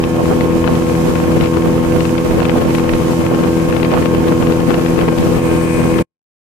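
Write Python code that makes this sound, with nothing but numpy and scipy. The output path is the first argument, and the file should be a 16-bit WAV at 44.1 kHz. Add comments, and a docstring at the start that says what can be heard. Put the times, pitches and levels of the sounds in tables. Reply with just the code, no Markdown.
"""An outboard motor drones at steady throttle, heard from a boat towing an inflatable over a lake.
Its periodic firing gives a harmonic series, a casing buzz and a pulsed rasp. Turbulence in the head wind
rumbles, thumps and snaps on two microphone ports, mostly the left; the wake hisses and surges behind.
Near the end the left side brightens, then the sound stops abruptly."""
import sys
import numpy as np
from scipy.fft import rfft, irfft, next_fast_len
from scipy.io import wavfile
from scipy.ndimage import uniform_filter1d, minimum_filter1d, map_coordinates

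SR = 44100
rng = np.random.default_rng(int(sys.argv[2]) if len(sys.argv) > 2 else 0)


def dump_mix(stems):
    """Bounce the given channels to the path in sys.argv[1] as a 16-bit WAV at rate SR."""
    frames = np.atleast_2d(stems).T  # one column per channel
    limited = np.clip(frames, -1, 1)  # hard clip at full scale
    pcm = np.round(limited * 32767).astype(np.int16)
    wavfile.write(sys.argv[1], SR, pcm)


N = 290619
TIME_S = np.arange(N) / SR
STOP_S = 6.027


def amp(db):
    """Amplitude ratio of a level in decibels."""
    return 10 ** (np.asarray(db) / 20)


def unit(x):
    """Normalisation to rms 1."""
    return x / np.sqrt(np.mean(x ** 2) + 1e-20)


def wobble(rate_hz):
    """Slow random modulation: a spline through rate_hz Gaussian knots a second."""
    knots = rng.standard_normal(2048)
    coarse = np.arange(0, N + 32, 32)
    return np.interp(np.arange(N), coarse, map_coordinates(knots, [coarse * rate_hz / SR], mode='wrap'))


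def wobble_pair(rate_hz):
    """Independent modulation for each port."""
    return np.array([wobble(rate_hz), wobble(rate_hz)])


def at_time(points, time_s):
    """Linear interpolation of (time_s, value) points."""
    return np.interp(time_s, *np.transpose(points))


def at_frequency(points, hz):
    """Interpolation of (frequency_hz, value) points on a logarithmic axis."""
    point_hz, values = np.transpose(points)
    return np.interp(np.log(hz + 1), np.log(point_hz + 1), values)


def filtered(x, response):
    """Linear filtering: the spectrum of x times a frequency response."""
    size = next_fast_len(N + 8192)
    return irfft(rfft(x, size) * response(np.fft.rfftfreq(size, 1 / SR)), size)[..., :N]


def coloured(x, spectrum):
    """Spectral shaping by (frequency_hz, gain_db) points."""
    return filtered(x, lambda hz: amp(at_frequency(spectrum, hz)))


def noise(spectrum):
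    """Coloured noise of rms 1, incoherent between the ports."""
    return unit(coloured(rng.standard_normal((2, N)), spectrum))


def add(out, centre_s, port, sound):
    """Superposition of a transient on one port (0 left, 1 right)."""
    at = round(centre_s * SR) - len(sound) // 2 + np.arange(len(sound))
    inside = (at >= 0) & (at < N)
    out[int(port), at[inside]] += sound[inside]


# Spectrum of the foam: frequency_hz, density_db
FOAM_SPECTRUM = [(300, -1), (1500, 0), (3000, -0.5), (4000, 0), (6500, 1), (8700, -1.5), (9800, -5),
                 (11300, -3.5), (13000, -7.5), (14600, -12.5), (15500, -23)]
# Hiss between surges, left row then right: level_db
WAKE_LEVELS = [
    [-38],
    [-37],
]
# Spray thrown up as the inflatable meets a wave: centre_s, rise_db, half_width_s
SPRAY_SURGES = [(0.28, 1.2, .07), (1.02, 3.5, .22), (1.45, 1, .22), (2.07, 1.3, .12), (2.33, 2.5, .09),
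                (2.75, 3, .1), (3.09, 4, .12), (3.55, 1, .22), (4.32, 0.7, .12), (4.85, 3, .16),
                (5.25, 2.5, .09), (5.72, 1, .25)]

def wake(fizz_db):
    """Foam and falling spray sum incoherently to a hiss, surging with waves and grainy with droplets."""
    surge_db = sum(rise_db * np.exp(-((TIME_S - centre_s) / half_width_s) ** 2)
                   for centre_s, rise_db, half_width_s in SPRAY_SURGES)
    level_db = np.array(WAKE_LEVELS) + surge_db + 0.94 * wobble(22) + 0.4 * wobble_pair(13)
    droplets = unit(amp(fizz_db * wobble_pair(300)))
    return amp(level_db) * droplets * noise(FOAM_SPECTRUM)


# Roughness of the head wind: time_s, roughness_db
AIR_ROUGHNESS = [(0, -6.5), (.3, 0), (.7, -6), (.9, -0.5), (1.3, 0), (1.6, 0.5), (1.9, 0.5), (2.45, -2),
                 (2.9, 5), (3.08, -2), (3.3, 1), (3.55, 1.5), (3.9, -1.5), (4.3, -0.5), (4.56, -3.5),
                 (5.0, 0.5), (5.35, -3), (6.0, 0.5)]
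# Wind on each port, left row then right: mean_db, gust_depth_db
PORT_EXPOSURE = [(-15, 2), (-17.5, 4.2)]
# Spectrum of the eddies: frequency_hz, density_db
EDDY_SPECTRUM = [(12, -31), (35, -4.5), (100, -4), (180, 1.5), (300, -4), (480, -3.5), (700, -13),
                 (1200, -20), (2000, -28.5), (3000, -31.5), (5000, -42)]
# Spectrum of tearing air: frequency_hz, density_db
CRACKLE_SPECTRUM = [(60, -11), (200, 7), (500, 13.5), (750, 0), (1200, 6.5), (1700, -3), (2700, -2),
                    (3700, -16.5), (4600, -11), (5600, -23), (9000, -39)]

def wind(eddy_depth_db, tear_depth_db, gusts_per_s):
    """Turbulent pressure: gusts roll eddies over each port; in rough air the strongest tear and crackle."""
    rough_db = at_time(AIR_ROUGHNESS, TIME_S)
    gusts = amp([mean_db + depth_db * np.tanh(wobble(gusts_per_s)) for mean_db, depth_db in PORT_EXPOSURE])
    eddies = wobble_pair(55)
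    rumble = amp(-0.5 + 0.3 * rough_db) * unit(amp(eddy_depth_db * eddies)) * noise(EDDY_SPECTRUM)
    fine_eddies = 0.73 * wobble_pair(260)
    tearing = unit(amp(tear_depth_db * np.tanh((eddies + fine_eddies) / 2)))
    crackle = amp([[-15], [-17.5]]) * amp(0.6 * rough_db) * tearing * noise(CRACKLE_SPECTRUM)
    return gusts * (rumble + crackle)


# Impacts of the heaviest eddies: centre_s, relative_db, half_width_s, centre_hz, port
LARGE_EDDIES = [(0.199, -11.5, 0.018, 487, 1), (0.319, -9, 0.015, 520, 1), (0.693, -12, 0.0089, 437, 1),
                (2.425, -9.5, 0.0048, 520, 1), (2.561, -9, 0.005, 480, 0), (2.935, -13, 0.026, 38, 1),
                (3.316, -14, 0.015, 480, 0), (3.938, -8.5, 0.011, 476, 1), (4.636, -9, 0.0025, 400, 0),
                (5.025, -12.5, 0.014, 437, 1)]

def buffets(half_band_octaves):
    """The pressure pulse of a large eddy thumps one port: a burst of band-limited noise."""
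    out = np.zeros((2, N))
    t = np.arange(-4096, 4096) / SR
    hz = np.fft.rfftfreq(len(t), 1 / SR)
    for centre_s, relative_db, half_width_s, centre_hz, port in LARGE_EDDIES:
        passband = np.exp(-(np.log2((hz + 1) / centre_hz) / half_band_octaves) ** 2)
        band = irfft(rfft(rng.standard_normal(len(t))) * passband)
        swell = np.exp(-(t / half_width_s) ** 2)
        thump = unit(swell * band) * np.sqrt(np.mean(swell ** 2))
        add(out, centre_s, port, amp(relative_db - 1) * thump)
    return out


def weak_snap_rows(per_s, right_share):
    """Intermittency: rows like STRONG_SNAPS, one at random in each time slot, stronger in rough air."""
    strength, tone = rng.standard_normal((2, 256))
    jitter, side = rng.random((2, 256))
    centre_s = (np.arange(len(jitter)) + jitter) / per_s
    relative_db = -18 + 1.3 * strength + at_time(AIR_ROUGHNESS, centre_s)
    treble_tilt_db = -10 + 2 * tone
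    rows = zip(centre_s, relative_db, treble_tilt_db, side < right_share)
    return [row for row in rows if row[0] < STOP_S]


# The loudest snaps of air: centre_s, relative_db, treble_tilt_db, port
STRONG_SNAPS = [(0.04, -14.5, 0, 0), (0.41, -11, -2.5, 0), (0.643, -11, -11, 0), (0.677, -5, -5.5, 0),
                (0.754, -20, 1, 0), (1.411, -15, 0.5, 0), (1.439, -17.5, 6, 0), (1.459, -11, 1.5, 0),
                (1.571, -9, -14, 0), (2.007, -14, 2, 0), (2.181, -15, 1, 0), (2.404, -12.5, -5.5, 0),
                (2.43, -12.5, -9.5, 1), (2.454, -12.5, -0.5, 0), (2.496, -7, -1.5, 0), (2.751, -13, -3, 0),
                (2.784, -13, -3, 0), (2.938, -11, -1, 1), (3.266, -13, -11, 0), (3.441, -11.5, -12, 0),
                (3.727, -11.5, -9.5, 0), (3.767, -10.5, -4, 0), (3.832, -13.5, -4, 0), (3.849, -11, -1, 0),
                (3.917, -8, -6, 0), (3.939, -15.5, 0, 0), (3.976, -7, -12.5, 1), (4.027, -16, -3, 0),
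                (4.059, -13, -0.5, 0), (4.15, -15, -4, 0), (4.283, -16, -3.5, 0), (4.322, -11, -23, 1),
                (4.426, -7, -15.5, 0), (4.471, -13.5, -6, 0), (4.523, -17.5, 5, 0), (4.707, -4, -5, 0),
                (4.744, -13, -3.5, 0), (4.862, -14.5, 1, 0), (4.991, -4, -15, 0), (5.014, -11, -4, 0),
                (5.086, -6, -15, 0), (5.186, -14.5, 5.5, 0), (5.99, -10.5, -3, 0)]
# Spectrum of a snap: frequency_hz, density_db
SNAP_SPECTRUM = [(100, -6.5), (400, 14), (800, 4), (1200, 3.5), (1700, 0.5), (2700, 2.5), (3700, -6),
                 (4600, -9.5), (5600, -16), (9000, -36.5)]

def snaps(flurry_db):
    """Flow separation: air breaks away from a port in one crisp snap amid a ragged flurry."""
    out = np.zeros((2, N))
    t = np.arange(-2048, 2048) / SR
    hz = np.fft.rfftfreq(len(t), 1 / SR)
    treble_shelf = at_frequency([(1300, 0), (3500, 0.94)], hz)
    weak_snaps = weak_snap_rows(per_s=17, right_share=0.29)  # the left port is windward
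    for centre_s, relative_db, treble_tilt_db, port in STRONG_SNAPS + weak_snaps:
        core = unit(np.exp(-(t / 0.0015) ** 2) * rng.standard_normal(len(t)))
        ragged = amp(6 * np.interp(t, t[::48], rng.standard_normal(len(t[::48]))))
        flurry = unit(np.exp(-(t / 0.011) ** 2) * ragged * rng.standard_normal(len(t)))
        colour = amp(at_frequency(SNAP_SPECTRUM, hz) + treble_tilt_db * treble_shelf)
        snap = unit(irfft(rfft(core + amp(flurry_db) * flurry) * colour))
        add(out, centre_s, port, amp(relative_db - 12) * snap)
    return out


# Spectrum of gas rush and clatter: frequency_hz, density_db
RASP_SPECTRUM = [(60, -27.5), (180, 3.5), (480, 8), (700, -14), (1050, -9.5), (1400, -25), (1900, -16),
                 (2500, -11), (3100, -16.5), (3800, -35), (8000, -50.5)]

def rasp(firings, depth_db):
    """Amplitude modulation: gas rush and clatter swell once per firing."""
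    puffs = unit(amp(depth_db * np.cos(2 * np.pi * firings)))
    return puffs * noise(RASP_SPECTRUM)


FIRING_HZ = 82.7
# Spectral envelope of the engine casing: frequency_hz, relative_db
CASING_SPECTRUM = [(500, -40), (640, -5), (1200, -6), (1600, 7), (2000, -6.5), (2250, -5.5), (2500, 3.5),
                   (2800, -13), (3050, -3.5), (3500, -14.5), (5000, -24), (9000, -45)]

def casing_buzz(firings, waver_db, scatter_db):
    """Interference: reflections in the boat give each casing harmonic its own level and phase per port."""
    out = np.zeros((2, N))
    for order in np.arange(14, 42):
        casing_db = at_frequency(CASING_SPECTRUM, order * FIRING_HZ)
        level_db = casing_db + scatter_db * rng.standard_normal((2, 1)) + waver_db * wobble(8.9)
        out += amp(level_db) * np.cos(2 * np.pi * (order * firings + rng.random((2, 1))))
    return unit(out)


# Partials of exhaust and hull: nominal_firing_multiple, left_db, right_db
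ENGINE_ORDERS = [(1, -30, -27.5), (1.5, -26.5, -33), (2, -20.5, -23.5), (2.5, -36, -47), (3, -23, -22.5),
                 (4, -21, -19.5), (5, -39, -32), (5.5, -36, -39), (6, -22.5, -25.5), (7, -43.5, -45),
                 (9, -42, -43), (10, -55.5, -41), (11, -48, -33.5), (12, -47.5, -38.5), (13, -35, -33.5),
                 (14, -50.5, -56), (15, -57, -45.5), (17, -49.5, -55), (19, -53.5, -48.5), (23, -52.5, -55),
                 (27, -51, -46), (30, -48, -49), (37.2, -54.5, -53.5)]

def drone(firings, waver_db, sway_db):
    """Periodic forcing: exhaust and hull sound harmonics of the shaft rate; moving air makes each waver."""
    out = np.zeros((2, N))
    for multiple, left_db, right_db in ENGINE_ORDERS:
        order = round(2 * multiple) / 2  # whole cycles per shaft turn, at two firings a turn
        phase = 2 * np.pi * order * firings + np.pi / 4  # each firing is a push followed by a suck
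        hull_lag = 0.075 * order ** 2  # dispersion: the hull delays high orders
        port_lag = 0.028 * order * np.array([[1], [-1]])  # the right port hears first
        level_db = np.array([[left_db], [right_db]]) + waver_db * wobble(12) + sway_db * wobble_pair(8.8)
        out += np.sqrt(2) * amp(level_db) * np.cos(phase - hull_lag - port_lag)
    return out


def outboard_motor():
    """Phase locking: one crankshaft, slightly uneven in speed, times the rasp, buzz and drone."""
    speed = 1 + 0.0005 * wobble(2) + 0.0013 * wobble(18)
    firings = np.cumsum(FIRING_HZ * speed) / SR
    gas_rush = amp(-29.5) * rasp(firings, depth_db=6.5)
    buzz = amp([[-37.5], [-37]]) * casing_buzz(firings, waver_db=2.5, scatter_db=5.0)
    return drone(firings, waver_db=1.34, sway_db=0.33) + buzz + gas_rush


# Course of the brightening on the left: time_s, bright_fraction
BRIGHT_BLEND = [(5.3, 0), (5.5, 0.65), (5.78, 0.9), (5.9, 0.54), (6.03, 0.5)]
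# Response of the left side when fully bright: frequency_hz, gain_db
BRIGHT_RESPONSE = [(700, 0.5), (1000, 3), (1400, 2), (2000, 9.5), (2500, 12), (3200, -1), (4500, -1),
                   (7000, 1.5), (8000, 10), (8700, 14), (9800, 6), (13000, 1)]

def scene():
    """Superposition: motor and wake from the stern, brightening late on the left, and wind at the ports."""
    left, right = outboard_motor() + wake(fizz_db=1.14)
    left = left + at_time(BRIGHT_BLEND, TIME_S) * (coloured(left, BRIGHT_RESPONSE) - left)
    transients = snaps(flurry_db=-3.0) + buffets(half_band_octaves=1.06)
    head_wind = wind(eddy_depth_db=3.0, tear_depth_db=15.5, gusts_per_s=12)
    return np.array([left, right]) + head_wind + transients


def limited(x, ceiling, hold_s):
    """Peak limiting: each channel's gain dips briefly around peaks over the ceiling."""
    size = int(hold_s * SR)
    gain = np.minimum(1, ceiling / (np.abs(x) + 1e-9))
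    return x * uniform_filter1d(minimum_filter1d(gain, size, axis=1), size, axis=1)


def record(dry):
    """Peak limiting, an abrupt stop and a steep low-pass filter."""
    held = limited(dry, ceiling=0.94, hold_s=0.008)
    stop_db = np.interp(TIME_S - STOP_S, [-.012, -.003, .003, .018, .035, .4], [0, -4, -27, -38, -70, -120])
    cutoff_hz = 15300
    return filtered(held * amp(stop_db), lambda hz: 1 / (1 + (hz / cutoff_hz) ** 160))


dry = scene()
out = record(dry)
dump_mix(out)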